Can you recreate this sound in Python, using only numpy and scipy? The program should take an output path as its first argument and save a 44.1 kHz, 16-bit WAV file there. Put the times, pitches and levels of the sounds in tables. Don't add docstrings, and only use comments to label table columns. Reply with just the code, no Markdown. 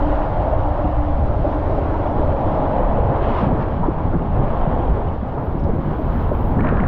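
import sys
import numpy as np
from scipy import signal
from scipy.fft import rfft, irfft, next_fast_len
from scipy.io import wavfile
from scipy.ndimage import uniform_filter1d, minimum_filter1d, map_coordinates

SR = 44100
rng = np.random.default_rng(int(sys.argv[2]) if len(sys.argv) > 2 else 0)


def inscribe(sig):
    pcm = np.round(np.clip(np.atleast_2d(sig).T, -1, 1) * 32767)
    wavfile.write(sys.argv[1], SR, pcm.astype(np.int16))


def undo_db(level):
    steps = np.asarray(level, float) / 20
    return 10 ** steps


N = 302967

# (frequency [Hz], density [dB per Hz])
CHURN_COLOUR = [(500, -60), (850, -6.5), (1050, -2.5), (1300, -8.5), (1700, -16), (2300, -27.5),
                (4500, -120)]
# (time [s], level [dB])
HULL_LOAD = [(0, -31), (.75, -31), (1.0, -31.5), (1.4, -29), (1.9, -36.5), (2.3, -30), (2.7, -26),
             (3.15, -26), (3.5, -25.5), (3.95, -29), (4.15, -25), (4.75, -27), (5.2, -31), (5.7, -24),
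             (5.9, -25), (6.4, -27), (6.65, -19), (6.87, -21)]
RING_ATTACK_S, RING_T60_S = 0.02, 0.43


def unit(x):
    return x / np.sqrt(np.mean(x ** 2) + 1e-20)


def clock():
    return np.arange(N) / SR


def curve(rows):
    times, values = np.transpose(rows)
    return np.interp(clock(), times, values, left=-150, right=-150)


def wobble(rate):
    knots = rng.standard_normal(2000)
    return map_coordinates(knots, [np.arange(N) * rate / SR])


def swells(rows):
    t = clock()
    return sum(db * np.exp(-((t - s) / half) ** 2) for s, db, half in rows)


def spells(rows, attack_s, t60_s):
    t = clock()
    gain = np.zeros(N)
    for start, db, hold in rows:
        onset = np.clip((t - start) / attack_s + 0.5, 0, 1)
        decay_db = 60 * np.maximum(t - start - hold, 0) / t60_s
        gain += onset * undo_db(db - decay_db)
    return gain


def smoothed(x, size):
    return uniform_filter1d(uniform_filter1d(x, size=size), size=size)


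def steadied(x, size, share):
    power = np.abs(smoothed(x ** 2, size))
    return unit(x / (power + 1e-3) ** share)


def filtered(x, response):
    m = next_fast_len(N + SR // 2)
    return irfft(rfft(x, m) * response(np.fft.rfftfreq(m, 1 / SR)), m)[:N]


def colour(points):
    f, v = np.transpose(points)
    return lambda hz: undo_db(np.interp(np.log(hz + 1), np.log(f + 1), v))


def resonance(f, hz, width):
    return f * width / (hz * hz - f * f + 1j * f * width)


def rush(response, patchy_db, spiky=0.0):
    drops = rng.standard_normal(N) * np.exp(spiky * rng.standard_normal(N))
    z = signal.stft(drops, nperseg=1024)[2]
    field = uniform_filter1d(rng.standard_normal(z.shape), size=8, axis=0)
    field = uniform_filter1d(field, size=6, axis=1)
    patchy = signal.istft(z * undo_db(patchy_db * unit(field)), nperseg=1024)[1][:N]
    return unit(filtered(patchy, response))


def knocks(events, gain_db, cycles, noisy):
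    out = np.zeros(N + SR)
    t = np.arange(SR // 5) / SR
    for s, db, hz, t60 in events:
        puff = smoothed(rng.standard_normal(len(t)), int(SR / hz))
        shape = undo_db(-60 * t / t60) * (1 - np.exp(-t * hz / cycles)) ** 2
        ring = shape / shape.max() * np.sin(2 * np.pi * hz * t)
        out[round(s * SR):][:len(t)] += undo_db(db + gain_db) * (1 + noisy * unit(puff)) * ring
    return out[:N]


def opening():
    # (time [s], open share [0-1])
    open_share = [
        (0, 0.03),
        (2.2, 0.04),
        (2.9, 0.6),
        (3.6, 0.98),
        (6.87, 0.96),
    ]
    return np.clip(curve(open_share), 0, 1)


def flow():
    # (time [s], level [dB])
    flow_points = [(0, -24), (.25, -24), (.55, -24), (.95, -25), (1.3, -27), (1.7, -26.5), (2.05, -25),
                   (2.35, -23), (2.85, -21), (3.1, -20.5), (3.8, -26), (4.25, -26), (4.65, -21.5),
                   (5.2, -28.5), (5.6, -27.5), (6.0, -28.5), (6.4, -26.5), (6.87, -24.5)]
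    db = curve(flow_points)
    return db, db - db.mean()


def waves():
    # (crest time [s], rise [dB], build-up [s])
    crests = [(.2, 3, 0.27), (.9, 1, 0.5), (1.53, 1.5, 0.075), (1.9, 3, 0.55), (2.42, 0, 0.074),
              (2.58, 1, 0.045), (3.15, -2.5, 0.3), (2.05, 0.5, .15), (3.18, 3.5, 0.034), (3.24, 3, 0.045),
              (3.3, 3, .06), (3.38, 7, 0.067), (3.44, 6, 0.053), (3.475, 0.5, .04), (3.63, 5.5, 0.034),
              (3.72, 1.5, 0.094), (4.13, -0.5, .05), (4.48, 1, 0.063), (4.75, -1.5, 0.11), (5.12, 0, .06),
              (5.67, -2, 0.14), (5.9, 2, .06), (6.2, 4, 0.3), (6.32, -0.5, 0.066)]
    t = clock()
    rise = np.zeros(N)
    for s, db, build in crests:
        span = np.where(t < s, build, 0.43 * build)
        rise += db * np.exp(-((t - s) / span) ** 2)
    return rise


def lurches():
    # (time [s], change [dB], half length [s])
    digs = [(.3, 0, .1), (0.616, 2, 0.043), (0.952, -9.5, 0.15), (1.2, 1, 0.056), (1.397, 3.5, 0.037),
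            (1.576, -3, 0.056), (1.949, 7.5, 0.25), (2.2, 6, 0.049), (2.45, 1, 0.046), (3.005, -3, 0.053),
            (3.17, 1.5, 0.057), (3.563, 3.5, 0.16), (3.72, -1.5, 0.044), (3.87, 6, 0.039),
            (4.146, 7.5, 0.018), (4.31, -5.5, 0.023), (4.398, 6.5, 0.045), (4.603, -2.5, 0.04),
            (4.99, 1.5, 0.073), (5.197, -4.5, 0.024), (5.39, 5, 0.05), (5.62, -4, 0.025), (5.69, 1, 0.025),
            (5.93, 5, 0.028), (6.246, 1, 0.12), (6.6, 5, 0.031), (6.74, 1, 0.037), (6.86, -3.5, 0.029)]
    return swells(digs)


def port_film():
    # (time [s], level [dB])
    spread = [
        (4.0, -115),
        (4.08, -91),
        (4.35, -77.5),
        (4.7, -75.5),
        (4.9, -82.5),
        (5.1, -82),
        (5.3, -82),
        (5.42, -76),
        (5.85, -75),
        (6.22, -68),
    ]
    # (frequency [Hz], density [dB per Hz])
    port_colour = [(8000, -70.5), (11200, -40), (11800, -6.5), (12800, 0), (13600, -3), (14500, -14),
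                   (15700, -13), (17000, -80.5)]
    t = clock()
    end_s, end_db = spread[-1]
    film_db = np.where(t < end_s, curve(spread), end_db)
    film_db = film_db - 85 * np.maximum(t - 6.5, 0)
    film_db = film_db - 900 * np.maximum(t - 6.63, 0)
    return undo_db(film_db + 1.2 * wobble(60)) * rush(colour(port_colour), patchy_db=1.5, spiky=0.6)


def port_pops():
    # (time [s], peak [dB])
    clicks = [(1.075, -70), (1.492, -71), (3.4294, -72), (4.1475, -69.5), (4.3236, -70), (5.1796, -73),
              (6.318, -73.5), (6.4707, -72), (6.561, -63), (6.5824, -55), (6.5986, -58.5), (6.6044, -52.5),
              (6.6253, -54), (6.6573, -65)]
    # (time [s], peak [dB], frequency [Hz], t60 [s])
    rings = [
        (4.7675, -68.5, 13450, 0.0045),
        (5.4028, -56, 13000, 0.0051),
        (5.456, -51, 12880, 0.0048),
        (5.5227, -55, 12800, 0.0034),
        (6.4838, -47, 12300, 0.004),
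        (6.534, -55.5, 13650, 0.0066),
    ]
    sparks = np.zeros(N)
    for s, db in clicks:
        sparks[round(s * SR)] = undo_db(db + 11.5)
    click_colour = [(2500, -41.5), (6000, -3), (9000, 7.5), (12000, 4), (15500, -0.5), (16000, -58)]
    ticks = knocks(rings, gain_db=-5.5, cycles=4.5, noisy=0.8)
    ticks = filtered(ticks, lambda hz: np.clip(hz / 1000 - 10.5, 0, 1))
    return filtered(sparks, colour(click_colour)) + ticks


def splash(surge):
    # (time [s], change [dB], half length [s])
    jets = [
        (3.235, 3, .03),
        (3.29, 2, .025),
        (3.47, 2.5, .015),
        (3.52, -2, .02),
        (2.25, 1, .1),
        (4.95, 1.5, .06),
        (5.95, 1.5, .05),
    ]
    # (frequency [Hz], density [dB per Hz])
    spray_colour = [(800, -58.5), (1700, -7), (2300, -6.5), (3200, -9.5), (4200, -22.5), (6000, -47),
                    (10000, -120)]
    # (frequency [Hz], density [dB per Hz])
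    mist_colour = [(2000, -60), (3800, -1.5), (5000, -6.5), (6300, -14), (8000, -25.5), (9500, -56),
                   (16000, -86)]
    swing_db, wave_db = flow()[1], waves()
    spray_db = -53 + 0.93 * swing_db + wave_db
    mist_db = -67 + 0.32 * swing_db + 0.94 * wave_db - 3 * opening()
    fizz_db = swells(jets) + 0.51 * surge + 0.4 * wobble(40)
    spray = undo_db(spray_db + fizz_db) * rush(colour(spray_colour), patchy_db=1.1, spiky=0.54)
    mist = undo_db(mist_db + fizz_db) * rush(colour(mist_colour), patchy_db=0.5, spiky=0.39)
    return spray + mist


def tube_hum():
    # (frequency [Hz], width [Hz])
    cross_mode = (296, 5.9)
    # (time [s], level [dB], hold [s])
    hum_spells = [(0, -26, 0.2), (0.396, -32.5, 0.31), (0.76, -30, .06), (0.85, -27, 0.047),
                  (0.98, -30, 0.12), (1.447, -26, 0.12), (1.76, -32.5, 0.095), (1.88, -35, 0.14),
                  (2.05, -30, 0.1), (2.2, -33, 0.096), (2.445, -38.5, 0.11)]
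    hz, width = cross_mode
    mode = lambda f: resonance(f, hz, width) * (f < 2 * hz)
    hum = steadied(rush(mode, patchy_db=0.5), size=2401, share=0.3)
    return spells(hum_spells, RING_ATTACK_S, RING_T60_S) * hum


def upper_roar():
    # (frequency [Hz], width [Hz], level [dB])
    upper_modes = [
        (615, 56, 1),
        (830, 70, -3),
    ]
    # (time [s], level [dB], hold [s])
    upper_spells = [
        (0, -34, .1),
        (.22, -36, 0.074),
        (.45, -33, 0.23),
        (1.62, -33, 0.14),
        (2.2, -34.5, .1),
        (2.32, -29, 0.18),
        (2.56, -30, 0.34),
    ]

    def modes(f):
        total = sum(undo_db(db) * resonance(f, hz, width) for hz, width, db in upper_modes)
        return total * colour([(1000, 0), (1800, -50)])(f)

    return spells(upper_spells, RING_ATTACK_S, RING_T60_S) * rush(modes, patchy_db=2.0)


def gulps():
    # (time [s], peak [dB], frequency [Hz], t60 [s])
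    slow_pockets = [(.078, -20, 568, 0.11), (.121, -16, 629, 0.049), (.418, -29, 676, 0.061),
                    (.47, -19, 671, 0.075), (.528, -17.5, 667, 0.11), (.655, -20.5, 804, 0.1),
                    (.774, -18.5, 601, 0.1), (.847, -16, 729, .08), (.941, -25.5, 685, 0.074),
                    (1.206, -25, 714, 0.068), (1.44, -14, 583, 0.097), (1.567, -19.5, 529, 0.05),
                    (1.776, -18.5, 568, 0.076), (1.85, -24.5, 680, .06), (2.049, -19.5, 825, .05),
                    (2.33, -19, 551, 0.18), (2.498, -22, 668, 0.071), (2.74, -18.5, 707, 0.18),
                    (2.79, -21.5, 511, 0.086), (2.975, -16.5, 498.5, 0.25), (3.046, -28, 636, 0.072),
                    (3.088, -20, 552, 0.16), (3.268, -22.5, 681, 0.11), (3.551, -26, 710, 0.037),
                    (4.034, -25, 832, 0.046), (4.117, -22.5, 620, 0.088), (4.215, -22.5, 512, .05),
                    (4.53, -20.5, 524, 0.085), (4.963, -22.5, 814, 0.063), (5.376, -24, 928, 0.1),
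                    (5.518, -27, 640, 0.042), (5.66, -17, 564, 0.05), (5.755, -19.5, 417, 0.046),
                    (5.99, -29, 615, .05), (6.212, -23, 768, 0.038), (6.641, -18, 622, 0.086),
                    (6.818, -22, 716, .08), (1.69, -15, 638, 0.18), (2.58, -18, 831, 0.56),
                    (2.85, -21, 820, 0.058), (3.83, -16, 950, 0.079), (3.88, -11, 330, 0.039),
                    (4.87, -18, 776, 0.056), (4.13, -36, 1315, 0.057), (5.69, -13, 455, 0.029),
                    (6.312, -13.5, 601, 0.027), (6.72, -9, 468, 0.04)]
    # (time [s], peak [dB], frequency [Hz], t60 [s])
    quick_pockets = [(0.121, -18, 598, .04), (0.471, -19, 623, .05), (0.941, -29, 675, .05),
                     (2.848, -18, 570, .05), (3.046, -24, 640, .04), (3.268, -20, 690, .05),
                     (4.963, -29, 824, .05), (5.99, -23, 620, .04), (6.32, -20, 575, .04),
                     (1.94, -20, 940, .06), (2.08, -21.5, 956, .05), (2.23, -17, 880, .06),
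                     (2.5, -26.5, 1070, .05), (2.19, -14, 286, .06), (4.128, -27.5, 1420, .03),
                     (4.0, -21, 980, .04), (4.09, -26, 820, .03)]
    slow = knocks(slow_pockets, gain_db=-4.5, cycles=3.7, noisy=0.83)
    quick = knocks(quick_pockets, gain_db=-2.5, cycles=0.98, noisy=0.16)
    slow = filtered(slow, colour([(1300, 0), (3000, -50.5)]))
    return slow + filtered(quick, colour([(1500, -0.5), (3000, -44)]))


def water(surge, bite_db):
    # (frequency [Hz], density [dB per Hz])
    tube_colour = [(240, -41.5), (430, -19.5), (490, -9), (560, -0.5), (730, -4), (830, -5), (1000, -12),
                   (1400, -47.5), (3000, -120)]
    # (frequency [Hz], density [dB per Hz])
    bowl_colour = [(240, -38), (400, -9), (560, -1), (850, -2.5), (1000, -8.5), (1400, -36.5), (3000, -120)]
    flow_db, swing_db = flow()
    open_air = opening()
    roar_db = flow_db + (-3 + 0.56 * bite_db) * open_air
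    churn_db = -36 + 0.89 * swing_db + 0.74 * waves() + 0.6 * open_air * bite_db
    tube = np.sqrt(1 - open_air) * rush(colour(tube_colour), patchy_db=0.0, spiky=0.2)
    bowl = np.sqrt(open_air) * rush(colour(bowl_colour), patchy_db=0.65, spiky=0.64)
    roar = undo_db(roar_db - 0.4 + 0.7 * surge) * steadied(tube + bowl, size=501, share=0.11)
    churn = undo_db(churn_db + 0.15 * surge) * rush(colour(CHURN_COLOUR), patchy_db=1.02, spiky=0.41)
    return roar + churn


def hull_drone(surge, bite_db):
    # (frequency [Hz], density [dB per Hz])
    drone_colour = [(150, -120), (250, -10.5), (330, -5), (450, -7), (560, -13.5), (1000, -56.5),
                    (2000, -120)]
    # (time [s], change [dB], half length [s])
    hollows = [
        (.3, 0, .15),
        (.75, -3, .08),
        (.95, -8, 0.19),
        (1.3, 1, .08),
        (1.7, 3.5, 0.17),
        (2.15, -1.5, 0.13),
        (2.95, -4.5, 0.13),
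        (4.95, 3, 0.16),
    ]
    load_db = curve(HULL_LOAD)
    drone_db = -31.5 + 0.4 * flow()[1] + 0.7 * (load_db - load_db.mean())
    drone_db = drone_db - 2 * opening() + bite_db + swells(hollows)
    return undo_db(drone_db) * unit(undo_db(0.34 * surge) * rush(colour(drone_colour), patchy_db=0.5))


def hull_rumble(surge, bite_db):
    # (frequency [Hz], density [dB per Hz])
    hull_colour = [(50, -120), (90, -6), (140, -1), (250, -4), (330, -10.5), (600, -48.5), (1200, -120)]
    # (frequency [Hz], gain [dB])
    bow_band = [(120, -38), (155, 1.5), (260, -4.5), (330, -38.5)]
    # (time [s], lost share [0-1], half length [s])
    lifts = [
        (2.7, 0.2, 0.088),
        (3.04, 0.7, 0.038),
        (3.2, .7, .12),
        (3.35, .5, .05),
    ]
    lumps = undo_db(0.44 * surge + 0.86 * wobble(25))
    shudder = unit(lumps * rush(colour(hull_colour), patchy_db=-1.0))
    hull = undo_db(curve(HULL_LOAD) + 0.55 * bite_db) * shudder
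    return hull - np.clip(swells(lifts), 0, 1) * filtered(hull, colour(bow_band))


def seam_bumps():
    # (time [s], peak [dB], frequency [Hz], t60 [s])
    bumps = [(0.619, -15, 130, 0.049), (0.847, -21, 282, 0.054), (1.389, -16, 146, 0.12),
             (2.599, -15, 150, 0.13), (.84, -16, 173, 0.12), (1.133, -29, 135, 0.1),
             (1.18, -18, 229, 0.077), (3.885, -19, 285, 0.054), (4.14, -18, 260, .05), (6.8, -12, 207, .05),
             (1.704, -19, 127, .08), (2.46, -18, 312, 0.092), (2.55, -20, 328, 0.086),
             (2.635, -20.5, 290, 0.14), (2.735, -19.5, 216, .05), (3.0, -12.5, 128, 0.093),
             (3.1, -16, 111, .09), (3.3, -14.5, 228, 0.14), (3.375, -18.5, 202, .06),
             (3.465, -10, 160, 0.06), (3.59, -17, 130, 0.063), (3.969, -17, 163, 0.093),
             (4.335, -18, 137, 0.076), (4.43, -14.5, 225, 0.065), (5.224, -21, 187, 0.097),
             (5.352, -19, 165, 0.039), (5.54, -17, 332, 0.062), (5.98, -19.5, 304, .06),
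             (6.44, -19.5, 233, 0.063), (3.43, -12.5, 198, 0.052), (3.525, -11.5, 155, 0.058),
             (3.793, -12, 169, 0.11), (3.884, -17, 134, 0.098), (4.15, -4.5, 166, 0.074),
             (4.389, -14.5, 225, 0.07), (4.671, -10, 148.6, 0.055), (4.797, -15.5, 339, 0.09),
             (4.894, -16.5, 150, 0.077), (5.049, -23, 139, 0.07), (5.397, -29, 288, 0.07),
             (5.667, -18, 200, 0.065), (5.918, -26, 180, 0.065), (6.212, -17, 207, 0.034),
             (6.318, -14, 377, 0.06), (6.6, -10.5, 193, 0.03), (6.63, -11.5, 297, 0.036),
             (6.72, -9, 211, 0.088)]
    thumps = knocks(bumps, gain_db=-1.5, cycles=0.59, noisy=0.25)
    return filtered(thumps, colour([(700, -1.0), (2000, -58.5)]))


def housing_pour():
    # (time [s], level [dB], hold [s])
    pours = [
        (6.59, -31, .025),
        (6.64, -29, .095),
        (6.762, -35, .02),
        (6.79, -34, .03),
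        (6.835, -34, .04),
    ]
    # (frequency [Hz], density [dB per Hz])
    wash_colour = [(600, -30), (1000, 1), (1500, 0), (1900, -6), (2300, -24), (3300, -32), (5000, -58),
                   (9000, -120)]
    pour = spells(pours, attack_s=0.01, t60_s=0.12)
    wash = steadied(rush(colour(wash_colour), patchy_db=0.5, spiky=0.7), size=401, share=0.2)
    gurgle = unit(undo_db(2 * wobble(90)) * wash)
    slosh = unit(undo_db(1.8 * wobble(60)) * rush(colour(CHURN_COLOUR), patchy_db=1.2, spiky=0.6))
    return pour * (gurgle + undo_db(-6) * slosh)


def housing_drops():
    # (time [s], peak [dB], frequency [Hz], t60 [s])
    slaps = [(6.5925, -17, 1750, 0.02), (6.606, -17, 2230, 0.018), (6.608, -27, 2900, .008),
             (6.633, -19, 1850, .014), (6.651, -21, 2200, 0.008), (6.6705, -14, 2200, .007),
             (6.671, -23, 2750, .005), (6.6885, -19, 2500, 0.009), (6.689, -28, 3100, .007),
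             (6.689, -39, 4300, .009), (6.645, -27, 2300, .006), (6.66, -28, 2100, .006),
             (6.681, -28, 2100, .006), (6.699, -28, 2500, .005), (6.712, -25.5, 2300, .006),
             (6.727, -27, 2300, 0.0062), (6.770, -15, 1670, .014), (6.771, -26, 2400, .006),
             (6.8015, -13, 2050, 0.009), (6.802, -24, 2750, .006), (6.802, -36, 3600, .005),
             (6.820, -28, 2200, 0.008), (6.837, -17, 1900, .012), (6.849, -26, 2000, .007)]
    # (time [s], peak [dB], frequency [Hz], t60 [s])
    ticks = [(2.5447, -46, 5370, 0.003), (2.5449, -40, 7200, .003), (3.0989, -50, 4500, 0.008),
             (3.176, -53, 5550, .01), (5.085, -38, 2950, 0.022), (5.596, -45, 5350, .006),
             (5.6015, -46, 5650, .006), (5.645, -48, 5600, .006), (5.6396, -43, 5100, 0.006),
             (5.6398, -48, 7500, .003), (6.430, -60, 5970, 0.0098), (6.6262, -42, 3900, .002),
             (6.6262, -50, 5500, .002), (5.6405, -46, 3900, .005), (5.32, -48, 4000, .004)]
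    # (frequency [Hz], gain [dB])
    muffling = [(5000, -3), (7000, -16), (10000, -40)]
    hits = knocks(slaps, gain_db=-7, cycles=1.2, noisy=0.2)
    hits = hits + knocks(ticks, gain_db=-2.5, cycles=1.5, noisy=0.25)
    return filtered(hits, colour(muffling))


def air_buffet():
    # (time [s], level [dB])
    stream = [(0, -18.5), (.45, -19.5), (.85, -20), (1.3, -16.5), (1.7, -22.5), (2.1, -20), (2.35, -18),
              (2.6, -20), (3.0, -17.5), (3.5, -21), (4.2, -20), (4.45, -20.5), (4.95, -19.5), (5.3, -25.5),
              (5.65, -21), (5.95, -21.5), (6.35, -18), (6.87, -18)]
    # (time [s], change [dB], half length [s])
    gusts = [(.11, 2, 0.041), (.6, 6.5, 0.031), (1.07, -4.5, 0.028), (1.17, 1, 0.043), (1.72, 5, 0.068),
             (1.9, 2, .04), (2.14, -5, .04), (2.24, 3, 0.051), (2.43, 0.5, .03), (2.56, -4, 0.034),
             (2.73, -1, .04), (3.03, 3, .03), (3.15, -2, 0.075), (3.7, 0, 0.035), (4.08, 0.5, 0.069),
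             (4.23, -6, .04), (4.4, 8.5, 0.045), (4.83, 0.5, 0.034), (4.92, 8, 0.02), (5.0, -0.5, 0.046),
             (5.18, 1, 0.036), (5.38, -2, 0.044), (5.46, 3.5, 0.027), (5.69, 4.5, .05), (5.85, -4, 0.067),
             (6.18, -2, .03), (6.27, 1, 0.027), (6.43, -1.5, 0.027), (6.57, -3, .04), (6.74, -0.5, 0.054)]
    # (frequency [Hz], density [dB per Hz])
    buffet_colour = [(1, -28), (4, -6.5), (12, 0.5), (35, 0.5), (70, -1), (110, -5.5), (170, -20),
                     (300, -38), (600, -120)]
    turbulence = rush(colour(buffet_colour), patchy_db=-3.5)
    return undo_db(curve(stream) + swells(gusts)) * steadied(turbulence, size=1801, share=0.35)


def scene():
    surge, bite_db = wobble(14), lurches()
    mix = port_film() + port_pops() + splash(surge)
    mix = mix + tube_hum() + upper_roar() + gulps() + water(surge, bite_db)
    mix = mix + hull_drone(surge, bite_db) + hull_rumble(surge, bite_db) + seam_bumps()
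    mix = mix + housing_pour() + housing_drops() + air_buffet()
    return mix[None]


def band_limit(x):
    return signal.sosfilt(signal.butter(12, 15720, fs=SR, output="sos"), x)


def record(dry):
    need = np.minimum(1, undo_db(-6.6) / (np.abs(dry) + 1e-9))
    held = minimum_filter1d(need, size=1301)
    return band_limit(dry * smoothed(held, 601))


dry = scene()
out = record(dry)
inscribe(out)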